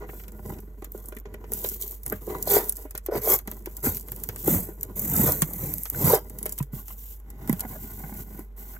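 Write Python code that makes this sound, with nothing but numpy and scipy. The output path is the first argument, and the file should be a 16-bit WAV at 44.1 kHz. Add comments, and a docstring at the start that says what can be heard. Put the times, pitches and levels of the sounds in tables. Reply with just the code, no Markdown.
"""A small, soft room with a low hum. Close by, hands pick at the packing tape of a small cardboard box,
rip it off in several pulls and fold the flaps open. The glue lets go in tiny slips that fizz in the
film and drum on the board and lid. Creases in the loose tape snap, and the strip scratches over nails
and edges. Fingers and flaps rub and knock on the cardboard, and the folds creak as they bend back."""
import sys
import numpy as np
from scipy import signal
from scipy.fft import rfft, irfft, next_fast_len
from scipy.io import wavfile
from scipy.ndimage import uniform_filter1d

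SR = 44100
rng = np.random.default_rng(int(sys.argv[2]) if len(sys.argv) > 2 else 0)


def int16_out(signal):
    """Quantize to a 16-bit WAV file."""
    q = np.round(np.clip(np.atleast_2d(signal).T, -1, 1) * 32767)
    wavfile.write(sys.argv[1], SR, q.astype(np.int16))


N = 387638

# Levels in the tables are relative; each layer sets its own trim.
# room tone: (frequency [Hz], level [dB])
AIR_EQ = [(20, -48), (45, 13), (70, 31), (120, -2.5), (200, -18), (420, 13.5), (700, -7.5), (1100, -4.5),
          (2000, -8.5), (4000, -20), (8000, -60), (16000, -48)]
# how two microphone ports differ: (frequency [Hz], phase lead of the left [rad], direct share [0-1])
PORT_PHASES = [(0, 0.1, 0), (480, 0.41, 0.2), (970, -0.83, .5), (1500, -1.61, 0.3), (2040, -1.89, .2),
               (2750, -2, 0), (3350, -1.63, 0.2), (5340, -1.64, .1), (6230, 0.5, .6), (9534, 3, .7),
               (13180, 6.5, 0.6), (16200, 8.5, .7)]
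# tone of sliding skin, paper liner, a flipping crease and peeling film: (frequency [Hz], level [dB])
SKIN_EQ = [(700, -24), (2000, -9), (2800, -5.5), (4800, -7.5), (6300, -2), (8200, 5.5), (10000, 2.5),
           (11200, 10), (13000, 10), (14500, 12), (15700, 9), (16500, -25)]
PAPER_EQ = [(600, 8), (1100, 8.5), (2000, 10), (2800, 4), (4500, -2), (7000, 2), (10000, -18), (15000, -30)]
CREASE_EQ = [(700, -65), (2000, -15), (2800, -11.5), (4000, -3.5), (6300, 7.5), (8200, 16), (9800, 16.5),
             (11500, 14.5), (13000, 16.5), (15500, 14), (16800, -10)]
FILM_EQ = [(900, -73), (2000, 1), (2700, -11), (3600, -19.5), (5000, -22.5), (6300, -3), (8200, 5),
           (9200, 1), (10200, 1.5), (11200, 10), (13000, 9), (14500, 10.5), (15700, 4.5), (16500, -42)]
# resonances of the stiff board with the air inside, the flexing lid and a free flap:
# (frequency [Hz], bandwidth [Hz], level [dB])
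BOARD_MODES = [(357.6, 78, 5.5), (427.2, 38.7, 12), (497.3, 26, 2), (611.6, 24.7, 2), (792, 58, -2.5),
               (975, 59, -1.5), (1190, 370, -13), (1439, 42, -4.5), (1994, 64, -10)]
LID_MODES = [(88, 19.4, 6), (128, 33.4, 3.5), (172, 20.4, 1.5), (209.2, 18.3, 4.5), (296, 103, -8)]
FLAP_MODES = [(216, 81, 13.5), (420, 60, -9.5), (622, 30, 1.5), (803, 43, 8), (1050, 94, 2),
              (1470, 38, 4.5), (2026, 103, 1)]
# narrow, wavering 3-6 kHz tones that give the peel a pitched rasp:
# (frequency [Hz], bandwidth [Hz], level [dB])
RASP_TONES = [(3255, 57, 0), (3623, 23, 3.5), (4020, 82, 0.5), (4520, 120, -3.5), (4840, 71, -0.5),
              (5390, 92, 1.5), (5970, 100, 3)]
# ring of a creaking fold and of scratched tape: (multiple of the pitch, bandwidth [Hz], level [dB])
FOLD_PARTIALS = [(.55, 90, -5.5), (1, 68.4, 7.5), (1.33, 110, -6), (1.86, 90, -3), (2.6, 160, -4)]
STRIP_PARTIALS = [(1, 188, 10), (1.19, 260, 5.5), (1.45, 300, 0), (1.9, 700, -15)]
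# skin, sleeves and flaps brushing cardboard: (start [s], length [s], hiss [dB], board [dB], lid [dB])
STROKE_CUES = [(-0.002, 0.045, -72, -37, -60), (0.062, 0.16, -43, -56.5, -57.5),
               (0.913, 0.18, -47, -51, -51.5), (1.243, 0.35, -66, -50, -50.5),
               (1.51, 0.23, -30, -45.5, -49.5), (1.779, 0.16, -36, -51, -65), (2.047, 0.12, -42, -45, -42),
               (2.197, 0.39, -41, -47, -48.5), (2.26, 0.11, -38, -32, -42),
               (2.619, 0.057, -32.5, -41, -54.5), (2.74, 0.1, -43, -51, -67),
               (3.487, 0.1, -43.5, -46.5, -46.5), (3.668, 0.23, -46, -55.5, -54),
               (3.923, 0.048, -30.5, -51, -44), (4.043, 0.3, -42.5, -49.5, -52),
               (4.366, 0.15, -35, -53, -54), (4.643, .10, -56, -47, -50), (6.19, 0.23, -51, -51, -50),
               (6.37, 0.25, -45, -61, -54.5), (6.718, 0.088, -36, -48, -43), (6.84, 0.086, -38.5, -64, -55),
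               (6.958, 0.17, -39.5, -62, -63), (7.462, 0.21, -41.5, -45.5, -44),
               (7.659, 0.56, -38.5, -49, -45.5), (8.249, 0.17, -45, -49.5, -48),
               (8.56, 0.19, -40, -50.5, -64)]
# the resting grip eases or firms: (time [s], half length [s], level change [dB])
GRIP_CUES = [(0.697, 0.082, -8), (4.866, 0.08, 4), (7.36, 0.19, -5.5)]
# fingers and flaps bumping the box: (time [s], panel swing [dB], settled pitch [Hz], ring [dB])
KNOCK_CUES = [(0.025, -35, 420, -33), (0.09, -37, 118, -29), (0.131, -39, 440, -31), (0.822, -33, 315, -28),
              (0.948, -26.5, 360, -35), (1.121, -43, 407, -27.5), (1.165, -32.5, 220, -32.5),
              (1.253, -55, 300, -31), (1.34, -45, 364, -28.5), (1.438, -47, 414, -31),
              (1.518, -32, 414, -23.5), (1.645, -20.5, 386, -32), (2.12, -37, 436, -18.5),
              (2.127, -23, 198, -34), (2.277, -22, 361, -35), (2.473, -19.5, 517, -24),
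              (2.566, -15, 520, -8.5), (2.852, -31.5, 278, -30), (2.947, -40, 124, -26),
              (3.086, -16, 348, -28), (3.097, -22.5, 420, -46), (3.122, -15, 410, -42),
              (3.152, -25, 407, -12), (3.274, -16, 497, -18.5), (3.476, -27, 195, -23.5),
              (3.671, -27.5, 335, -26), (3.838, -33, 280, -21.5), (3.868, -15, 245, -19.5),
              (3.881, -21.5, 85.6, -43), (4.116, -31.5, 116, -40), (4.288, -28.5, 107, -26.5),
              (4.479, -7.5, 312, -14), (4.522, -12, 165, -41), (4.56, -22, 90.5, -45),
              (4.688, -27.5, 330, -35), (5.197, -10.5, 199, -28), (5.237, -16, 298, -20),
              (5.265, -20, 380, -32), (5.289, -17, 445, -16.5), (5.424, -13, 152, -48),
              (5.636, -19.5, 138, -44), (6.042, -10, 142, -26), (6.076, -22, 138, -33),
              (6.135, -5, 397, -28), (6.455, -61, 436, -23.5), (6.607, -14.5, 136, -41),
              (6.734, -22.5, 136, -36), (6.903, -52, 388, -36), (7.495, -8, 219.6, -14.5),
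              (7.504, -17.5, 141, -34), (7.528, -15.5, 180, -22), (7.648, -27, 226, -25.5),
              (8.037, -29.5, 152, -26), (8.121, -28, 209, -31.5), (8.391, -29.5, 294, -30.5)]
# folds creaking and tape scratching: (peak time [s], build [s], level [dB], pitch [Hz])
CREAK_CUES = [(6.603, 0.0021, -37, 1000), (6.79, 0.014, -53, 1090), (6.906, 0.0026, -46.5, 1110),
              (7.62, 0.0052, -44, 770), (7.638, 0.005, -41, 820), (7.652, 0.0044, -38, 753),
              (7.73, 0.01, -47, 825), (7.762, 0.015, -43, 640), (8.004, 0.0084, -46.5, 820),
              (8.04, 0.0055, -42.5, 830), (8.062, 0.0046, -50, 780), (8.095, 0.0048, -44, 800),
              (8.126, 0.0044, -44, 830), (8.153, 0.004, -48, 802)]
SCRATCH_CUES = [(0.098, 0.0061, -45, 1810), (0.2, 0.0027, -47, 2020), (1.124, 0.0025, -48, 1970),
                (1.17, 0.0017, -41.5, 1930), (1.343, 0.0014, -44, 1950), (1.648, 0.0023, -38, 3320),
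                (1.825, .002, -43, 3300), (2.128, 0.0045, -31, 1440), (2.484, 0.0076, -37.5, 4200),
                (2.511, 0.017, -39.5, 3470), (3.865, .012, -34.5, 1380), (5.946, 0.0044, -38.5, 1540),
                (6.078, 0.0072, -38, 2000), (6.588, 0.0028, -47, 3140), (7.607, 0.0042, -46.5, 4160),
                (8.768, 0.013, -46.5, 1480)]
# creases snapping, nails catching an edge:
# (time [s], crack [dB], pitch [Hz], board [dB], shiver share before limiting [0-1])
SNAP_CUES = [(0.199, -44, 12000, -39.5, 0.6), (0.237, -41, 12000, -39, 0), (0.281, -35, 10000, -38.5, 0.8),
             (0.32, -39, 10000, -57, 0.4), (0.494, -48, 12500, -58, 0.4), (0.536, -44, 12000, -40, 0.6),
             (0.586, -44, 12000, -41.5, 0.9), (0.604, -39, 12100, -64, 0.5), (0.822, -44, 12000, -42, 0.6),
             (0.8446, -30, 12200, -35, 1), (0.9205, -29, 13600, -69, 0), (0.978, -37, 11500, -66, 0),
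             (1.058, -32.5, 11000, -60, 0.4), (1.086, -28, 10000, -66, 0.3), (1.123, -42, 11000, -41, 0.4),
             (1.15, -41, 12000, -53, .2), (1.167, -34.5, 8850, -41, 0.9), (1.186, -38, 9000, -44, 0.9),
             (1.2, -37.5, 13500, -58, 0), (1.255, -58, 12000, -38, .2), (1.341, -37.5, 11000, -41, 1),
             (1.441, -57, 12000, -42, .3), (1.52, -21.5, 14100, -59, 0), (1.5359, -15.5, 11100, -56, 0),
             (1.646, -26, 14100, -24.5, 0.4), (1.689, -18, 12900, -57, 0.5),
             (1.824, -23.5, 10200, -55, 0.3), (1.813, -21.5, 11800, -64, 1), (1.878, -26, 13100, -66, .2),
             (1.911, -26.5, 12500, -66, 0.1), (2.0337, -30.5, 14200, -52, 0.8),
             (2.0794, -26, 12000, -62, 0.6), (2.0635, -19, 10000, -32.5, 0.1),
             (2.0993, -22.5, 12700, -44, 0.3), (2.125, -20, 12700, -50, 0), (2.426, -16, 12100, -53, 0.6),
             (2.6952, -10.5, 9900, -39, 0), (2.7237, -22, 11700, -42, 0.7), (2.768, -26, 11000, -47.5, 1),
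             (2.9087, -30, 11200, -41, 1), (2.952, -26.5, 13500, -29.5, 0.2), (2.977, -21, 10900, -34.5, 1),
             (3.063, -22, 13100, -31, 0.3), (3.389, -23, 11000, -32.5, 0), (3.475, -27, 12300, -28.5, 0.5),
             (3.5146, -25, 12300, -33, 0), (3.659, -25.5, 14400, -30, 0.5), (3.768, -26, 14400, -42.5, 0.7),
             (3.97, -21, 12000, -35, 0), (4.085, -31, 12000, -35, 0), (4.1196, -21, 12400, -33.5, 0.1),
             (4.162, -29.5, 11900, -44, 0.8), (4.361, -27, 12000, -32.5, 0), (4.2369, -20, 13200, -35, 0.7),
             (4.2894, -20, 14400, -25.5, 0), (4.8109, -27.5, 13300, -48, 0),
             (4.8315, -17, 13600, -38, 0.23), (4.995, -17, 14600, -49, 0.1),
             (5.165, -14.5, 12300, -45, 0.86), (5.321, -13.5, 11900, -51, 0.1),
             (5.42, -8, 9900, -14.5, 0.65), (5.5353, -23, 12200, -42, 0), (5.739, -17.5, 12600, -65, 0),
             (5.783, -23, 12300, -50, 0), (5.8348, -18.5, 9600, -61, 0), (5.855, -26, 11500, -26, 0),
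             (5.9007, -15, 13300, -38.5, 0.02), (6.2978, -32, 11100, -44, 1), (6.3868, -26, 10900, -40, 1),
             (6.429, -22.5, 10600, -40, 0.2), (6.4572, -21.5, 13000, -29, 0),
             (6.4622, -20, 10900, -29, 0.4), (6.494, -23.5, 10500, -40, 0.6), (6.523, -21, 10100, -44, 1),
             (6.579, -29, 11400, -36, 1), (6.587, -20.5, 11500, -38, 1), (6.627, -28.5, 11000, -39, 1),
             (6.8817, -29.5, 12100, -36.5, 1), (7.2, -45, 12000, -53, 0.4),
             (7.3027, -34.5, 11800, -46, 0.6), (7.4756, -30.5, 12600, -36.5, 0.3),
             (7.496, -20, 12000, -34, 0), (7.5283, -19.5, 13000, -30, 0.25), (7.5954, -24, 12900, -33, 0.4),
             (7.606, -16.5, 11200, -33, 0.6), (8.393, -34, 11100, -43, 1)]
# one long, slow peel down the seam: (time [s], film fizz [dB], board [dB], lid [dB])
PEEL_CURVE = [(4.952, -34.5, -47, -39.5), (5.12, -28.5, -53, -27.5), (5.22, -22.5, -39.5, -22.5),
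              (5.285, -23, -27, -23), (5.35, -32, -48, -33.5), (5.48, -40.5, -72, -41.5),
              (5.645, -34.5, -44, -32), (5.78, -38.5, -55, -39), (5.94, -45, -91, -72)]
# short rips of tape: (start [s], build [s], hold [s], release [s], film fizz [dB], board [dB], lid [dB],
# shift from lid to board as the peeling edge nears a stiff corner [dB])
RIP_CUES = [(2.454, 0.061, 0.05, 0.21, -19, -23, -37, 10.5),
            (3.104, 0.069, 0.0083, 0.1, -33.5, -28.5, -30, -17),
            (3.206, 0.098, 0.041, 0.12, -18.5, -26.5, -38.5, -6.5),
            (3.82, 0.027, 0.031, 0.28, -24.5, -34, -31.5, 1),
            (4.427, 0.048, 0.075, 0.41, -24, -41, -24, -1.5),
            (5.917, 0.15, 0.047, 0.074, -21.5, -28, -24, 8),
            (6.07, 0.034, 0.045, 0.13, -22.5, -21, -29.5, 7.5)]

OPENING_S, OPEN_S = 6.65, 6.75  # the flaps come free between these times
TOP_HZ = 15950


def undb(db):
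    """Decibels to gain."""
    return 10 ** (np.asarray(db) / 20)


def unit(x):
    """Scale to rms 1."""
    return x / np.sqrt(np.mean(x ** 2))


def peak(x):
    """Scale to peak 1."""
    return x / np.abs(x).max()


def burst(x):
    """Scale to the energy of one millisecond at rms 1."""
    return x * np.sqrt(SR / 1000 / np.sum(x ** 2))


def steady(x):
    """Ride the level over a thirtieth of a second; the grain stays."""
    return x / np.sqrt(uniform_filter1d(x ** 2, SR // 30) + 1e-4 * np.mean(x ** 2))


def add(out, s, sound):
    """Mix a sound in at a time."""
    i = max(int(s * SR), 0)
    out[i:i + len(sound)] += sound[:N - i]


def ring(x, response):
    """Pass a drive through an impulse response."""
    return signal.oaconvolve(x, response)[:N]


def filtered(x, kind, hz, order):
    """A plain low-pass or high-pass."""
    return signal.sosfilt(signal.butter(order, hz, kind, fs=SR, output="sos"), x)


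def gains(eq, size):
    """An EQ curve as gains on the bins of an FFT."""
    hz, db = np.transpose(eq)
    return undb(np.interp(np.log(np.fft.rfftfreq(size, 1 / SR) + 1), np.log(hz), db))


def click(eq, size=1024):
    """A minimum-phase click shaped by an EQ curve; so small a source radiates no bass."""
    hz = np.fft.rfftfreq(size, 1 / SR) + 1
    cepstrum = irfft(np.log(gains(eq, size) * hz / np.hypot(hz, eq[0][0])))
    cepstrum[1:size // 2] *= 2
    cepstrum[size // 2 + 1:] = 0
    return irfft(np.exp(rfft(cepstrum)))


def modes(table, spread_db=0):
    """Damped sines; spread_db varies their balance, as a new point of contact would."""
    out, t = 0, np.arange(SR // 6) / SR
    for k, (hz, width, db) in enumerate(table):
        gain = (-1) ** k * undb(db + spread_db * rng.standard_normal()) * width
        out = out + gain * np.exp(-np.pi * width * t) * np.sin(2 * np.pi * hz * t)
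    return out


def walk(rate):
    """A random modulator with a spread near 1, gliding to `rate` new values a second."""
    return np.interp(np.arange(N) / SR * rate, np.arange(20000), rng.standard_normal(20000))


def puff(decay_s):
    """A puff of noise that dies away."""
    t = np.arange(SR // 6) / SR
    return burst(rng.standard_normal(len(t)) * np.exp(-t / decay_s))


def slips(per_s, scatter_db, catch_rate, catch_db):
    """Stick-slip: tiny releases of uneven size, surging as the contact catches and runs."""
    fired = rng.random(N) < per_s / SR
    size = undb(scatter_db * np.clip(rng.standard_normal(N), -2, 2) + catch_db * walk(catch_rate))
    return fired * size * rng.choice([-1, 1], N)


def room_tone(hum_hz=49.3, hum_db=-41.5, air_db=-55.5):
    """The bed: a slightly wavering appliance hum over still air."""
    phase = 2 * np.pi * np.cumsum(hum_hz + .5 * walk(3.19)) / SR
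    hum = undb(hum_db + 0.27 * walk(5)) * unit(np.sin(phase))
    air = irfft(rfft(rng.standard_normal(N)) * gains(AIR_EQ, N), N)
    return hum + undb(air_db) * unit(air)


def reflections(x, t60_s, wet_db):
    """Two different diffuse tails of one sound."""
    t = np.arange(SR // 3) / SR
    tails = rng.standard_normal((2, len(t))) * np.exp(-np.log(1000) * t / t60_s) * (t > t60_s / 100)
    return undb(wet_db) * np.array([ring(x, tail / np.linalg.norm(tail)) for tail in tails])


def scattering(x, pairs=2):
    """Hands and flaps throw back the highs; the echoes shift as they move."""
    highs = filtered(x, "high", 800, order=2)
    return sum(walk(6) * echo for _ in range(pairs) for echo in reflections(highs, .025, wet_db=-16))


def stereo_ports(x, smear_s=0.0022, left_db=-1.0):
    """Two microphone ports hear a sound out of step; nearby surfaces smear part of the difference."""
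    size = next_fast_len(N + SR // 6, real=True)
    hz, *columns = np.transpose(PORT_PHASES)
    lead, direct = (np.interp(np.fft.rfftfreq(size, 1 / SR), hz, column) for column in columns)
    smear = np.exp(1j * np.angle(rfft(puff(smear_s), size)))
    spectrum = rfft(x, size)
    mid = irfft(spectrum * np.cos(lead / 2), size)[:N]
    difference = spectrum * np.sin(lead / 2)
    diffuse = difference * smear * np.sqrt(1 - direct ** 2)
    turn = 3 * walk(9)  # the smeared part turns in phase as the hands move
    smeared = np.cos(turn) * irfft(diffuse, size)[:N] + np.sin(turn) * irfft(1j * diffuse, size)[:N]
    side = irfft(1j * direct * difference, size)[:N] + smeared
    return np.array([undb(left_db) * (mid + side), mid - side])


def hand_pressure(attack_s=0.025, release_s=0.033, sag_db=1.5, fidget_db=-6.5, flutter_db=2):
    """Envelopes of hiss, board and lid: strokes bite, sag and fade over a restless light grip."""
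    t = np.arange(N) / SR
    grip_db = sum(db * np.exp(-((t - s) / half) ** 2) for s, half, db in GRIP_CUES)
    resting = undb([-61, -57.5, -55.5])  # hiss, board, lid
    out = np.outer(resting, undb(fidget_db * walk(3.9) + grip_db))
    for start, length, *levels_db in STROKE_CUES:
        age = t - start
        done = np.clip(age / length, 0, 1)
        contact = np.clip(age / attack_s, 0, 1) * np.exp(-np.maximum(age - length, 0) / release_s)
        out = np.maximum(out, np.outer(undb(levels_db), contact * undb(-sag_db * done)))
    return out * undb(flutter_db * walk(24))  # skin grips and slides unevenly


def rubbing(flap_share=0.71):
    """Skin and flaps drag over paper fibres: fine hiss, stray ticks, coarse catches that stir the box."""
    hiss, board, lid = hand_pressure()
    opened = np.interp(np.arange(N) / SR, [OPENING_S, OPEN_S], [0, 1])
    fibres = slips(per_s=9000, scatter_db=3.5, catch_rate=120, catch_db=1.8)
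    catches = slips(per_s=700, scatter_db=0.5, catch_rate=46, catch_db=11.0)
    nails = slips(per_s=60, scatter_db=4, catch_rate=9, catch_db=4)
    flap_slips = slips(per_s=300, scatter_db=3.5, catch_rate=26, catch_db=2)
    # nails tick on the tape while the box is shut
    ticks = (1 - opened) * undb(-10) * unit(ring(nails, click(CREASE_EQ)))
    surface = undb(-4.0) * steady(ring(fibres, click(SKIN_EQ))) + ticks
    # the closed box rings as a whole; an open flap rings by itself
    free = opened * flap_share
    box = np.sqrt(1 - free) * steady(ring(catches, modes(BOARD_MODES)))
    flap = np.sqrt(free) * unit(ring(flap_slips, modes(FLAP_MODES)))
    # the cut edge of a free flap adds dry scrape
    liner = (undb(-18.0) + undb(-23) * opened) * steady(ring(catches, click(PAPER_EQ)))
    boom = undb(2.5) * steady(ring(catches, modes(LID_MODES)))
    return hiss * surface + board * (box + flap + liner) + lid * boom


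def juddering(cues, partials, slips_per_s, release_s, jitter=.22, scatter_db=3.5, count=90):
    """Short runs of nearly even slips that build and break off, each run ringing at its own pitch."""
    out, t = np.zeros(N), np.arange(SR // 8) / SR
    middle_s = t[-1] / 2
    for s, build, db, hz in cues:
        spacing, scatter = rng.standard_normal((2, count))
        times = np.cumsum(np.exp(jitter * spacing)) / slips_per_s
        times = times - times[count // 2]
        sizes = undb(scatter_db * scatter) * np.exp(-np.maximum(-times / build, times / release_s))
        run = np.histogram(times + middle_s, t, weights=sizes)[0]
        body = modes([(min(ratio * hz, TOP_HZ), width, level) for ratio, width, level in partials])
        gain = undb(db) * np.sqrt(1000 * (build + release_s))  # longer runs carry more energy
        add(out, s - middle_s, gain * burst(signal.fftconvolve(run, body)))
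    return out


def creaking():
    """The folds of the flaps give way in jerks as they are bent back."""
    return juddering(CREAK_CUES, FOLD_PARTIALS, slips_per_s=280, release_s=0.0061)


def scratching():
    """Dragged over a nail or an edge, a short length of tape judders and rings."""
    return juddering(SCRATCH_CUES, STRIP_PARTIALS, slips_per_s=700, release_s=0.0042)


def cardboard_tap(table, paper_db, paper_s, edge_hz):
    """Cardboard struck once: its modes ring and the liner gives a dry crack, dulled above edge_hz."""
    crack = signal.fftconvolve(puff(paper_s), click(PAPER_EQ))[:SR // 6]
    crack = filtered(crack, "low", edge_hz, order=4)
    body = modes(table, spread_db=4)
    return burst(burst(body) + undb(paper_db) * burst(crack))


def knocking(cycles=1.8, push_s=0.001596, sweep=0.85, sweep_s=0.0018, panel_db=-2.5, board_db=-3.0):
    """A bumped panel thumps for a few cycles and rings the box, or a flap once the box is open."""
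    out, t = np.zeros(N), np.arange(SR // 6) / SR
    for s, db, hz, ring_db in KNOCK_CUES:
        # short bending waves run ahead of long ones, so the pitch drops at first
        phase = 2 * np.pi * np.cumsum(hz * (1 + sweep * np.exp(-t / sweep_s))) / SR
        swing = np.sin(phase) * np.exp(-t * hz / cycles) * (1 - np.exp(-t / push_s))
        struck = BOARD_MODES if s < OPEN_S else FLAP_MODES
        tap = cardboard_tap(struck, paper_db=-15.0, paper_s=0.035, edge_hz=2930)
        add(out, s, undb(db + panel_db) * peak(swing))
        add(out, s + push_s, undb(ring_db + board_db) * peak(tap))
    return out


def crinkle(per_s=450, spread_s=0.016, size=SR // 12):
    """The film gives way in little steps just before and after a snap, which falls in the middle."""
    t = (np.arange(size) - size // 2) / SR
    steps = (rng.random(size) < per_s / SR) * rng.standard_normal(size)
    return burst(steps * np.exp(-np.abs(t) / spread_s) + 1e-9)


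def snapping(crack_s=0.00021, shiver_s=0.0033, crack_db=1, board_db=-2.5, noise_db=-2, crinkle_db=-16.5):
    """A crease flips over with a pitched crack; the film shivers briefly and the board answers."""
    out, crease, t = np.zeros(N), click(CREASE_EQ), np.arange(SR // 6) / SR
    for s, db, hz, ring_db, share in SNAP_CUES:
        share = np.clip(share, .02, .9)
        ping = burst(np.sin(2 * np.pi * hz * t) * np.exp(-t / crack_s))
        crack = burst(ping + undb(noise_db) * puff(crack_s))
        flip = np.sqrt(1 - share) * crack + np.sqrt(share) * puff(shiver_s)
        add(out, s, undb(db + crack_db) * burst(signal.fftconvolve(flip, crease)))
        steps = crinkle()
        add(out, s - len(steps) / SR / 2, undb(db + crinkle_db) * burst(signal.fftconvolve(steps, crease)))
        tap = cardboard_tap(BOARD_MODES, paper_db=27.0, paper_s=0.009, edge_hz=9600)
        add(out, s, undb(ring_db + board_db) * tap)
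    return out


def wavering(drive, table, low_hz, rate=14, drift=.018, swell_db=3):
    """A bank of narrow band-passes: each band swells, fades and drifts in pitch by itself."""
    out, samples = 0, np.arange(N, dtype=float)
    for hz, width, db in table:
        playhead = np.cumsum(1 + drift * walk(rate)) % N
        rung = signal.lfilter(*signal.iirpeak(hz, hz / width, fs=SR), drive)
        out = out + undb(db + swell_db * walk(rate)) * np.interp(playhead, samples, rung)
    return steady(filtered(out, "high", low_hz, order=3))


def tape_pull(grab_s=0.014, build_db=19, release_db=64.5):
    """Envelopes of film, board and lid: one long peel, and rips that tighten, hold and go slack."""
    t = np.arange(N) / SR
    times, *columns = np.transpose(PEEL_CURVE)
    gate = np.clip(np.minimum(t - times[0], times[-1] - t) / grab_s, 0, 1)
    out = gate * undb([np.interp(t, times, db) for db in columns])
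    for start, build, hold, release, fizz_db, board_db, lid_db, shift_db in RIP_CUES:
        age = t - start
        rise_db = build_db * np.minimum(age / build - 1, 0)
        swell_db = rise_db - release_db * np.maximum((age - build - hold) / release, 0)
        corner_db = shift_db * np.clip((age - build - hold / 2) / (build + hold), -.5, .5)
        rip = undb([fizz_db + swell_db, board_db + swell_db + corner_db, lid_db + swell_db - corner_db])
        out = np.maximum(out, np.clip(age / grab_s, 0, 1) * rip)
    return out


def peeling(judder_hz=300.5, wander=.35, judder_db=3.5, rasp_db=-15.5, crackle_db=-15):
    """Glue threads break in quick waves: each clicks in the film and tugs at the board and the lid."""
    fizz, board, lid = tape_pull()
    waves = np.cos(2 * np.pi * np.cumsum(judder_hz * np.exp(wander * walk(14))) / SR)
    threads = slips(per_s=9000, scatter_db=4.5, catch_rate=130, catch_db=3)
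    breaks = unit(threads * undb(judder_db * waves))
    film = undb(1.0) * fizz * steady(ring(breaks, click(FILM_EQ)))
    # a pitched rasp, strongest when film and board are both loud
    rasp = undb(rasp_db) * np.sqrt(fizz * board) * wavering(breaks, RASP_TONES, low_hz=1800)
    # tiny creases flick out of the pulled strip
    flicks = slips(per_s=76, scatter_db=5, catch_rate=22, catch_db=2)
    crackle = undb(crackle_db) * fizz * unit(ring(flicks, click(CREASE_EQ)))
    # the heavy box also feels whole patches letting go, and hardly follows the fastest jolts
    patches = slips(per_s=210, scatter_db=0.5, catch_rate=26, catch_db=1.0)
    tugs = filtered(breaks + undb(-7) * unit(patches), "low", 2300, order=4)
    # its ring shifts as the peeling edge travels
    drum = board * wavering(tugs, BOARD_MODES, low_hz=306)
    boom = undb(-2.0) * lid * wavering(tugs, LID_MODES, low_hz=70)
    return film + rasp + crackle + drum + boom


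def scene():
    """The box up close in stereo, over the room tone, with a short, soft tail."""
    box = peeling() + rubbing() + snapping() + knocking() + creaking() + scratching()
    room = reflections(box, t60_s=0.072, wet_db=-21.0)
    return stereo_ports(box + scattering(box) + room_tone()) + room


def record(dry):
    """Soft-clip the loudest peaks and cut the top steeply."""
    return signal.sosfilt(signal.ellip(8, .2, 70, TOP_HZ, fs=SR, output="sos"), np.tanh(dry))


dry = scene()
out = record(dry)
int16_out(out)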